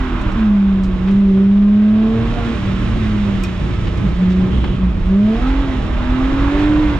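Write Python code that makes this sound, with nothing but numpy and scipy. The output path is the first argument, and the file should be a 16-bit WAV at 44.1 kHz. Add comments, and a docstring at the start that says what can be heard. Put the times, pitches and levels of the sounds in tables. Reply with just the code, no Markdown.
"""A six-cylinder drone sinks in pitch, heard inside a sports car lapping a track: the driver lifts,
feeds in the throttle, lifts again, then pulls hard. Each engine order is a multiple of the cycle rate,
and the firing note booms as it glides through resonances of exhaust and cabin. The engine shakes the
body and rasps behind the seats; tyres rumble and hiss, and grit and loose trim tick now and then.
An automatic gain control pushes everything down during the loudest booms."""
import sys
import numpy as np
from scipy import signal
from scipy.fft import rfft, irfft, next_fast_len
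from scipy.io import wavfile
from scipy.ndimage import uniform_filter1d

SR = 44100
rng = np.random.default_rng(int(sys.argv[2]) if len(sys.argv) > 2 else 0)


def transcribe(signal):
    """Save signal, clipped to [-1, 1], as a 16-bit WAV file at the path in sys.argv[1]."""
    frames = np.atleast_2d(signal).T
    limited = np.clip(frames, -1, 1)
    pcm = np.round(limited * 32767).astype(np.int16)
    wavfile.write(sys.argv[1], SR, pcm)


N = 308259
TIME = np.arange(N) / SR
CYLINDERS = 6
RASP_DB = -33.5  # reference level of rasp and snarl
# engine speed: (time [s], firing rate [Hz])
FIRING_RATE = [(0, 261.2), (.2, 241.9), (.33, 231.5), (.5, 206.9), (.6, 199), (1.02, 183.3), (1.1, 194.9),
               (1.2, 200.4), (1.33, 191.6), (1.5, 198.5), (1.87, 211.7), (2.1, 223), (2.38, 235.7),
               (2.51, 229.5), (2.63, 235), (2.85, 223.9), (2.95, 221.4), (3.45, 188.5), (3.62, 177.5),
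               (4.12, 171.9), (4.22, 182.1), (4.45, 185.5), (4.53, 189.9), (4.6, 179.5), (4.83, 187.1),
               (4.93, 174.4), (5.02, 176), (5.15, 195.8), (5.35, 225.8), (5.47, 261.5), (5.62, 277),
               (5.73, 260.4), (5.88, 237.9), (6.1, 251.6), (6.66, 299.3), (6.76, 302.9), (6.86, 303.6),
               (6.99, 279.7)]


def drone(cycles, roughness=0.12, pull_db=6.5):
    """Periodic firing gives a fundamental and two harmonics, which harden as the revs climb."""
    # firing harmonics: (order, level with throttle shut [dB], level with throttle open [dB])
    harmonics = [(6, -34.5, -15.5), (12, -54, -39.5), (18, -57.5, -45.5)]
    (_, note_db), *overtones = order_levels(harmonics)
    note = engine_order(cycles, CYLINDERS, note_db, flutter=0.015, flutter_hz=29)
    hardness_db = pull_db * rev_trend()
    for order, db in overtones:
        flutter = roughness * (order / CYLINDERS - 1) ** 1.4
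        note += engine_order(cycles, order, db + hardness_db, flutter, flutter_hz=31)
    return note


def body_shake(cycles):
    """Structure-borne sound: the lowest orders pass through the engine mounts into the body."""
    # body vibration: (order, level with throttle shut [dB], level with throttle open [dB])
    low_orders = [(2, -34.5, -42.5), (3, -35.5, -43), (4, -38.5, -45.5), (5, -36, -58.5)]
    return sum(engine_order(cycles, order, db, flutter=0.33, flutter_hz=9.8)
               for order, db in order_levels(low_orders))


def growl(cycles):
    """No two cylinders fire alike, so sidebands stand between the firing harmonics."""
    # upper sidebands: (order, level with throttle shut [dB], level with throttle open [dB])
    sidebands = [(7, -48, -49), (8, -51.5, -47.5), (9, -53.5, -52.5)]
    # strength of the growl: (time [s], level [dB])
    envelope = [(0, 1.5), (.2, 6.5), (.5, 3.5), (1.0, -4.5), (1.9, 1), (2.35, 5), (2.65, 7.5), (2.9, 1.5),
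                (4.4, 1), (5.3, 0.5), (5.85, -3), (6.2, 2), (6.6, 1), (6.99, -7)]
    tones = sum(engine_order(cycles, order, db, flutter=0.33, flutter_hz=4.1)
                for order, db in order_levels(sidebands))
    return amp(curves(envelope)[0]) * tones


def burble(cycles):
    """Impulse excitation: starved of fuel, the firings come unevenly and each rings the exhaust."""
    # exhaust modes: (frequency [Hz], relative level [dB], 60 dB decay time [s])
    pipe_modes = [(65, -9.5, 0.085), (120, 6, 0.04), (194, 0, 0.32), (328, -12.5, 0.065)]
    # burble on a trailing throttle: (time [s], level [dB])
    envelope = [(3.85, -63), (4.05, -28), (4.25, -28.5), (4.58, -25), (4.66, -33.5), (4.73, -26.5),
                (4.85, -39.5), (5.0, -26.5), (5.15, -65)]
    pops = firings(cycles) * (rng.exponential(1, N) - 1)
    exhaust = signal.oaconvolve(pops, ringing(pipe_modes, TIME[:SR // 4]))[:N]
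    return amp(curves(envelope)[0]) * unit(exhaust)


def flares(cycles):
    """Amplitude modulation of single orders: brief low lumps and short howls higher up."""
    # swelling orders: (centre time [s], half width [s], order, level [dB])
    swells = [(.17, 0.12, 8, -27.5), (1.95, 0.14, 3, -30), (2.18, .06, 3, -23.5), (2.62, 0.062, 2, -24),
              (2.71, .09, 5, -25), (2.93, 0.23, 3, -23.5), (3.7, .12, 4, -33.5), (4.1, .07, 2, -21.5),
              (4.32, 0.11, 2, -23.5), (4.54, .09, 4, -23), (4.61, 0.12, 2, -17.5), (4.74, 0.055, 4, -19),
              (5.07, 0.087, 2, -17.5), (5.28, 0.11, 18, -38.5), (5.98, .16, 15, -35), (6.6, .09, 8, -32.5),
              (6.78, 0.097, 12, -42)]
    return sum(swell(s, half_s) * engine_order(cycles, order, db, flutter=0.13, flutter_hz=15)
               for s, half_s, order, db in swells)


def throttle_blip(cycles, order=6.7):
    """A transient: a stab of throttle makes the exhaust bark just above the firing note."""
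    # the bark: (time [s], level [dB])
    envelope = [(4.02, -69.5), (4.042, -15), (4.072, -16.5), (4.095, -69.5)]
    return engine_order(cycles, order, curves(envelope)[0], flutter=0.15, flutter_hz=25)


def snarl(cycles, snarl_db=-7, patchy_db=3.5):
    """Uneven combustion modulates the high orders, broadening their lines; load makes them louder."""
    # high engine orders: (order, relative level [dB])
    high_orders = [(10, -20), (11, -11), (14, -24), (15, -13), (16, -21.5), (17, -22.5), (19, -13.5),
                   (20, -15), (21, -21), (22, -23), (23, -18.5), (24, -16.5), (25, -22), (27, -17.5),
                   (28, -22), (29, -20), (30, -14.5), (31, -17), (36, -14), (42, -18), (45, -14.5)]
    tones = sum(engine_order(cycles, order, db + patchy_db * wander(hz=4), flutter=0.55, flutter_hz=22)
                for order, db in high_orders)
    return speed_gain(RASP_DB + snarl_db, db_per_octave=14) * load_gain(closed_db=-6) * tones


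def rasp(cycles, scatter=0.48, ring_s=0.068, knock_db=-4, gas_db=-8, gating=0.42):
    """Each cylinder knocks through its own impulse response; gas hiss pulses at the firing rate."""
    # intake and valve noise: (frequency [Hz], relative level [dB])
    spectrum = [(250, -26), (400, -2.5), (600, -4), (780, 1), (1100, 0), (1500, -3.5), (2100, -7),
                (3700, -10.5), (4500, -22), (8000, -50.5), (12000, -61.5)]
    fired = np.flatnonzero(firings(cycles))
    strength = 1 + scatter * rng.standard_normal(N)
    t = TIME[:2048]
    knocks = np.zeros((2, N))
    for cylinder in range(CYLINDERS):
        pulses, own = np.zeros(N), fired[cylinder::CYLINDERS]
        pulses[own] = strength[own]
        path = rng.standard_normal((2, len(t))) * amp(-60 * t / ring_s)
        knocks += signal.oaconvolve(pulses[None], path, axes=1)[:, :N]
    knocks = amp(knock_db) * load_gain(closed_db=-8.5) * colour(knocks, spectrum)
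    gas = noise() * (1 + gating * np.cos(2 * np.pi * CYLINDERS * cycles))
    return speed_gain(RASP_DB, db_per_octave=9.5) * (knocks + amp(gas_db) * colour(gas, spectrum))


def road(rumble_db=2.5, hiss_db=4, bumps_db=2, gusts_db=0.54):
    """Random excitation by track and air: suspension rumble, tyre roar, and hiss of tyres and wind."""
    # road and air: (time [s], rumble level [dB], roar level [dB], hiss level [dB])
    envelopes = [(0, -19, -29, -42.5), (.45, -24.5, -27, -44), (.8, -26.5, -30, -48.5),
                 (1.15, -25, -26.5, -44.5), (1.6, -25, -27, -44.5), (2.05, -29.5, -30, -45.5),
                 (2.3, -26.5, -23, -40), (2.75, -24.5, -24.5, -39), (3.2, -23.5, -23.5, -40),
                 (4.2, -28, -24.5, -42), (4.6, -25.5, -21.5, -45), (4.95, -21.5, -27, -47.5),
                 (5.25, -25, -22.5, -41.5), (5.5, -24, -29, -40), (5.78, -21, -24, -41.5),
                 (5.95, -21, -25, -42.5), (6.6, -21, -25, -38.5), (6.99, -20.5, -24.5, -40)]
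    # spectra of the three bands: (frequency [Hz], relative level [dB])
    rumble_spectrum = [(8, -28), (22, -6), (38, -4), (56, 0.5), (75, -15), (130, -31.5), (400, -87)]
    roar_spectrum = [(40, -24.5), (75, 0), (112, 3), (155, -5.5), (210, -4.5), (290, -9), (370, -17.5),
                     (470, -17), (700, -26), (1200, -25), (2500, -42.5), (6000, -84)]
    hiss_spectrum = [(300, -22), (700, -5), (1250, 3.5), (1700, 4.5), (2600, 2.5), (3800, -1.5), (4300, -9),
                     (5500, -11), (6300, -14), (7600, -17), (8600, -24), (10500, -34), (13500, -42),
                     (14500, -70)]
    rumble_level, roar_level, hiss_level = curves(envelopes)
    rumble = amp(rumble_level + rumble_db) * colour(noise(), rumble_spectrum)
    roar = amp(roar_level + bumps_db * wander(hz=10)) * colour(noise(), roar_spectrum)
    hiss = amp(hiss_level + hiss_db + gusts_db * wander(hz=9.8)) * colour(noise(), hiss_spectrum)
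    return rumble + roar + hiss


def bumps():
    """Low-frequency vibration: uneven track sets the body shuddering for a few cycles."""
    # shudders: (centre time [s], half width [s], frequency [Hz], level [dB])
    shudders = [(0.432, .06, 42.9, -21.5), (0.877, .1, 36.36, -21), (2.351, 0.087, 37.96, -22.5),
                (2.999, 0.06, 52.01, -23), (3.816, 0.052, 35.8, -20), (5.489, 0.14, 41.04, -18),
                (6.161, .06, 34.97, -22)]
    return sum(swell(s, half_s) * tone(hz * TIME, db, flutter=0.3, flutter_hz=13)
               for s, half_s, hz, db in shudders)


def tyre_scrub(chatter_db=1):
    """Sliding friction: tread slips in cornering and wheelspin, giving a chattering band of noise."""
    # slips: (centre time [s], half width [s], level [dB])
    slips = [(0.19, 0.49, -32.5), (5.483, 0.098, -34.5), (6.104, 0.23, -34), (6.471, .17, -31),
             (6.96, .08, -34)]
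    # slipping tread: (frequency [Hz], relative level [dB])
    spectrum = [(500, -28.5), (800, -3.5), (1050, 2.5), (1550, -2), (1900, -10.5), (2800, -13.5),
                (6000, -52.5)]
    envelope = sum(amp(db) * swell(s, half_s) for s, half_s, db in slips)
    return envelope * amp(-chatter_db * wander(hz=40)) * colour(noise(), spectrum)


def scuff():
    """Friction noise in a narrow band: a brief rub during the wiper's sweep."""
    # the rub: (time [s], level [dB])
    envelope = [(4.42, -79), (4.52, -40.5), (4.65, -40), (4.77, -43), (4.84, -87)]
    # its spectrum: (frequency [Hz], relative level [dB])
    spectrum = [(1800, -20.5), (2750, -3.5), (3100, 1), (3500, -7), (4300, -19), (9000, -34), (14000, -51)]
    return amp(curves(envelope)[0]) * colour(noise(), spectrum)


def ticks(tick_db=-4.5, stereo_spread=0.96):
    """Impacts of grit and trim: each is a decaying noise burst plus the modes of a hard panel."""
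    # impacts: (time [s], level [dB], tilt [dB/octave], rise time [s], 60 dB decay time [s],
    # panel level relative to the burst [dB])
    impacts = [(.211, -33, 2, 0.0015, 0.087, -47), (.316, -37, 5, 0.0024, 0.066, -44),
               (0.831, -32, 5, 0.0061, 0.14, -34), (1.074, -21, -11, 0.0059, 0.19, -30),
               (1.108, -38, 5, 0.0022, 0.1, -44), (3.435, -21, 14.5, 0.002, 0.028, -0.5),
               (3.446, -29.5, 3, 0.0011, 0.1, 5), (3.869, -20, -9, 0.0024, 0.071, -28),
               (3.968, -33, 3, 0.0037, 0.073, -44), (4.302, -30, 0, 0.0021, 0.067, -44),
               (4.32, -30.5, 0, .002, 0.057, -41), (4.64, -15.5, -11.5, 0.002, 0.072, -32),
               (6.585, -14.5, -11.5, 0.0096, .13, -29)]
    # burst before tilting: (frequency [Hz], relative level [dB])
    spectrum = [(300, -22.5), (900, -2.5), (3000, 11.5), (5500, 1), (8000, -7.5), (9500, -21), (12400, -25),
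                (13500, -29.5), (15500, -45)]
    # panel modes: (frequency [Hz], relative level [dB], 60 dB decay time [s])
    panel_modes = [(2492, 2, 0.16), (3300, -19, .05), (5530, -6.5, 0.048), (7150, -24, 0.064)]
    out, t = np.zeros((2, N)), TIME[:8192]
    for s, db, tilt_db, rise_s, t60, ring_db in impacts:
        tilted = [(hz, level + tilt_db * np.log2(hz)) for hz, level in spectrum]
        burst = rng.standard_normal(len(t)) + stereo_spread * rng.standard_normal((2, len(t)))
        crack = colour(burst, tilted) * amp(-60 * t / t60)
        ring = amp(ring_db) * ringing(panel_modes, t)
        tick = amp(db + tick_db) * (crack + ring) * (1 - np.exp(-t / rise_s))
        span = out[:, round(s * SR):][:, :len(t)]
        span += tick[:, :span.shape[1]]
    return out


def cabin(x):
    """Standing waves in the small hard cabin lift some frequencies and swallow others."""
    # cabin peaks and notches: (frequency [Hz], width [Hz], gain [dB])
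    modes = [(350, 98, 7.5), (353.3, 7.2, 5.5), (478, 30, 2), (483, 31, -2), (597, 35, 7.5), (640, 12, 6.5),
             (660, 26, 2), (786, 54, 0.5), (840, 34, 1), (1047, 53, 3), (1135, 64, 3), (1260, 17, -8),
             (1278, 49, 7.5), (1556, 91, 0.5), (2020, 70, 2)]
    size = next_fast_len(N)
    response = amp(resonance_db(modes, np.fft.rfftfreq(size, 1 / SR)))
    return irfft(rfft(x, size) * response, size)[..., :N]


def microphones(tones, diffuse):
    """Spatial coherence: two close microphones share the tones fully and diffuse sound in part."""
    # likeness of the diffuse sound: (frequency [Hz], coherence [clipped to 0-1])
    likeness = [(60, 3), (200, -0.1), (400, 1), (600, 0.5), (1250, 0.5), (1900, 0.67), (2800, 0.46),
                (8000, 1)]
    # left ahead of right: (frequency [Hz], phase [rad])
    phase_lead = [(30, 0.038), (340, 0.11), (780, 0.42), (1030, 0.3), (2330, 0.86), (4100, 1.3),
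                  (8000, 1.7)]
    # left minus right: (frequency [Hz], level [dB])
    balance = [(50, -1.6), (200, -0.8), (400, -3.5), (1100, -3.5), (1600, -4), (2600, -8), (3900, -7),
               (5500, -4), (8000, 0), (12000, 5)]
    size = next_fast_len(N)
    hz = np.fft.rfftfreq(size, 1 / SR)
    shared = rfft(tones, size)
    common, separate = rfft(diffuse, size)
    coherence = np.clip(at_frequency(likeness, hz), 0, 1)
    left = shared + common
    right = shared + coherence * common + np.sqrt(1 - coherence ** 2) * separate
    right *= np.exp(-1j * at_frequency(phase_lead, hz))
    lean = amp(at_frequency(balance, hz) / 2)
    return irfft(np.array([left * lean, right / lean]), size)[:, :N]


def engine_cycles(jitter=0.0015):
    """Phase is the integral of frequency: cycles elapsed at a slightly trembling engine speed."""
    cycle_hz = curves(FIRING_RATE)[0] / CYLINDERS
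    return np.cumsum(cycle_hz * (1 + jitter * wander(hz=26.86))) / SR


def firings(cycles):
    """An impulse train: true at each sample where a cylinder fires."""
    return np.diff(np.floor(cycles * CYLINDERS), prepend=0) > 0


def engine_order(cycles, order, db, flutter, flutter_hz):
    """A partial locked to a multiple of the engine's cycle rate."""
    return tone(order * cycles, db, flutter, flutter_hz)


def order_levels(table):
    """Forced resonance: the throttle sets each order's level, and the exhaust lifts or cuts it."""
    # exhaust peaks and notches: (frequency [Hz], width [Hz], gain [dB])
    exhaust_modes = [(57.4, 3.8, 12.5), (77, 6.8, 0), (106, 10, 9), (202.9, 48.5, 13), (238, 16.8, -12),
                     (259.8, 12, 3), (320.6, 34.5, 14.5), (356, 39, 0.5), (386.5, 22, 14), (428, 9.9, -6),
                     (449.8, 28, 11), (507, 19, -7.5), (579.6, 5.9, 9), (646, 15, 3.5), (708, 11, 14)]
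    cycle_hz, opening = curves(FIRING_RATE)[0] / CYLINDERS, throttle()
    grid_hz = np.arange(1024)
    boom_db = resonance_db(exhaust_modes, grid_hz)
    return [(order, shut + (wide - shut) * opening + np.interp(order * cycle_hz, grid_hz, boom_db))
            for order, shut, wide in table]


def throttle():
    """Throttle opening at every sample."""
    # the driver's pedal: (time [s], opening [0-1])
    pedal = [(0, 0.3), (.2, 0.5), (.345, 0), (.375, 0.71), (.65, 0.61), (.98, 0.27), (1.14, .75),
             (1.33, 0.82), (1.5, .84), (1.9, 0.9), (2.35, 0.58), (2.5, 0.77), (2.6, .1), (3.25, 0.29),
             (3.6, 0.02), (4.14, .08), (4.23, .85), (4.36, 0.6), (4.44, .66), (4.55, 0), (4.77, 0.15),
             (4.85, .72), (4.94, 0), (5.05, .05), (5.11, 0.7), (5.3, 0.75), (5.55, 0.62), (5.85, 0.2),
             (6.0, 0.5), (6.09, 0.68), (6.5, 0.66), (6.76, 0.78), (6.86, 0.6), (6.99, 0.3)]
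    return np.clip(curves(pedal)[0], 0, 1)


def load_gain(closed_db):
    """Gain that falls from 0 dB to closed_db as the throttle shuts."""
    return amp(closed_db * (1 - throttle()))


def speed_gain(db, db_per_octave, cruise_hz=200):
    """A power law: gain rises with engine speed from its level at cruise."""
    return amp(db + db_per_octave * np.log2(curves(FIRING_RATE)[0] / cruise_hz))


def rev_trend(lag_s=0.39, scale_hz_per_s=23):
    """Saturating acceleration: -1 after the revs have sunk, 1 after they have climbed."""
    s, hz = np.transpose(FIRING_RATE)
    climb = (np.interp(TIME, s, hz) - np.interp(TIME - lag_s, s, hz)) / lag_s
    return np.tanh(climb / scale_hz_per_s)


def tone(turns, db, flutter, flutter_hz):
    """Quadrature modulation: a sinusoid that flutters in strength and phase."""
    phase = 2 * np.pi * (turns + rng.random())
    in_phase = (1 + flutter * wander(flutter_hz)) * np.cos(phase)
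    quadrature = flutter * wander(flutter_hz) * np.sin(phase)
    return np.sqrt(2) * amp(db) * (in_phase + quadrature)


def ringing(modes, t):
    """Free vibration of a struck body: a sum of damped sines."""
    return sum(amp(db - 60 * t / t60) * np.sin(2 * np.pi * hz * t) for hz, db, t60 in modes)


def resonance_db(table, hz):
    """Summed resonance curves of peaks and notches at hz."""
    return sum(db / (1 + (2 * (hz - centre) / width) ** 2) for centre, width, db in table)


def swell(s, half_s):
    """A bell-shaped envelope that falls to 1/e at half_s either side of time s."""
    return np.exp(-((TIME - s) / half_s) ** 2)


def wander(hz):
    """Low-pass noise of rms 1, with its corner at hz."""
    control_hz, size = 1000, 8192
    f = np.fft.rfftfreq(size, 1 / control_hz)
    slow = irfft(rfft(rng.standard_normal(size)) / (1 + (f / hz) ** 2))
    return unit(np.interp(TIME, np.arange(size) / control_hz, slow))


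def noise():
    """Two uncorrelated white noises."""
    return rng.standard_normal((2, N))


def colour(x, spectrum):
    """Spectral shaping by a table; rms 1."""
    size = next_fast_len(x.shape[-1])
    response = amp(at_frequency(spectrum, np.fft.rfftfreq(size, 1 / SR)))
    return unit(irfft(rfft(x, size) * response, size)[..., :x.shape[-1]])


def at_frequency(table, hz):
    """Interpolates a table on a log-frequency axis."""
    f, value = np.transpose(table)
    return np.interp(np.log(hz + 1), np.log(f + 1), value)


def curves(table):
    """Interpolates each column of a time table at every sample."""
    s, *columns = np.transpose(table)
    return [np.interp(TIME, s, column) for column in columns]


def amp(db):
    """Decibels to gain."""
    return 10 ** (np.asarray(db) / 20)


def unit(x):
    """Scales to rms 1."""
    return x / np.sqrt(np.mean(x ** 2) + 1e-20)


def scene():
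    """Superposition of engine, road and small ticks, heard from between the seats."""
    cycles = engine_cycles()
    engine = drone(cycles) + body_shake(cycles) + growl(cycles) + burble(cycles)
    engine += flares(cycles) + throttle_blip(cycles) + cabin(snarl(cycles))
    tones = engine + bumps()
    diffuse = cabin(rasp(cycles) + road()) + tyre_scrub() + scuff()
    return microphones(tones, diffuse) + ticks()


def record(dry, threshold_db=-12, ratio=3, window_s=0.069, cutoff_hz=15400):
    """Compression: automatic gain control turns down loud passages; a low-pass limits the band."""
    power = uniform_filter1d((dry ** 2).mean(0), int(window_s * SR))
    over_db = np.maximum(10 * np.log10(abs(power) + 1e-12) - threshold_db, 0)
    ducked = dry * amp(-(1 - 1 / ratio) * uniform_filter1d(over_db, size=1024))
    low_pass = signal.firwin(511, cutoff_hz, window=("kaiser", 9), fs=SR)
    return signal.oaconvolve(ducked, low_pass[None], "same")


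dry = scene()
out = record(dry)
transcribe(out)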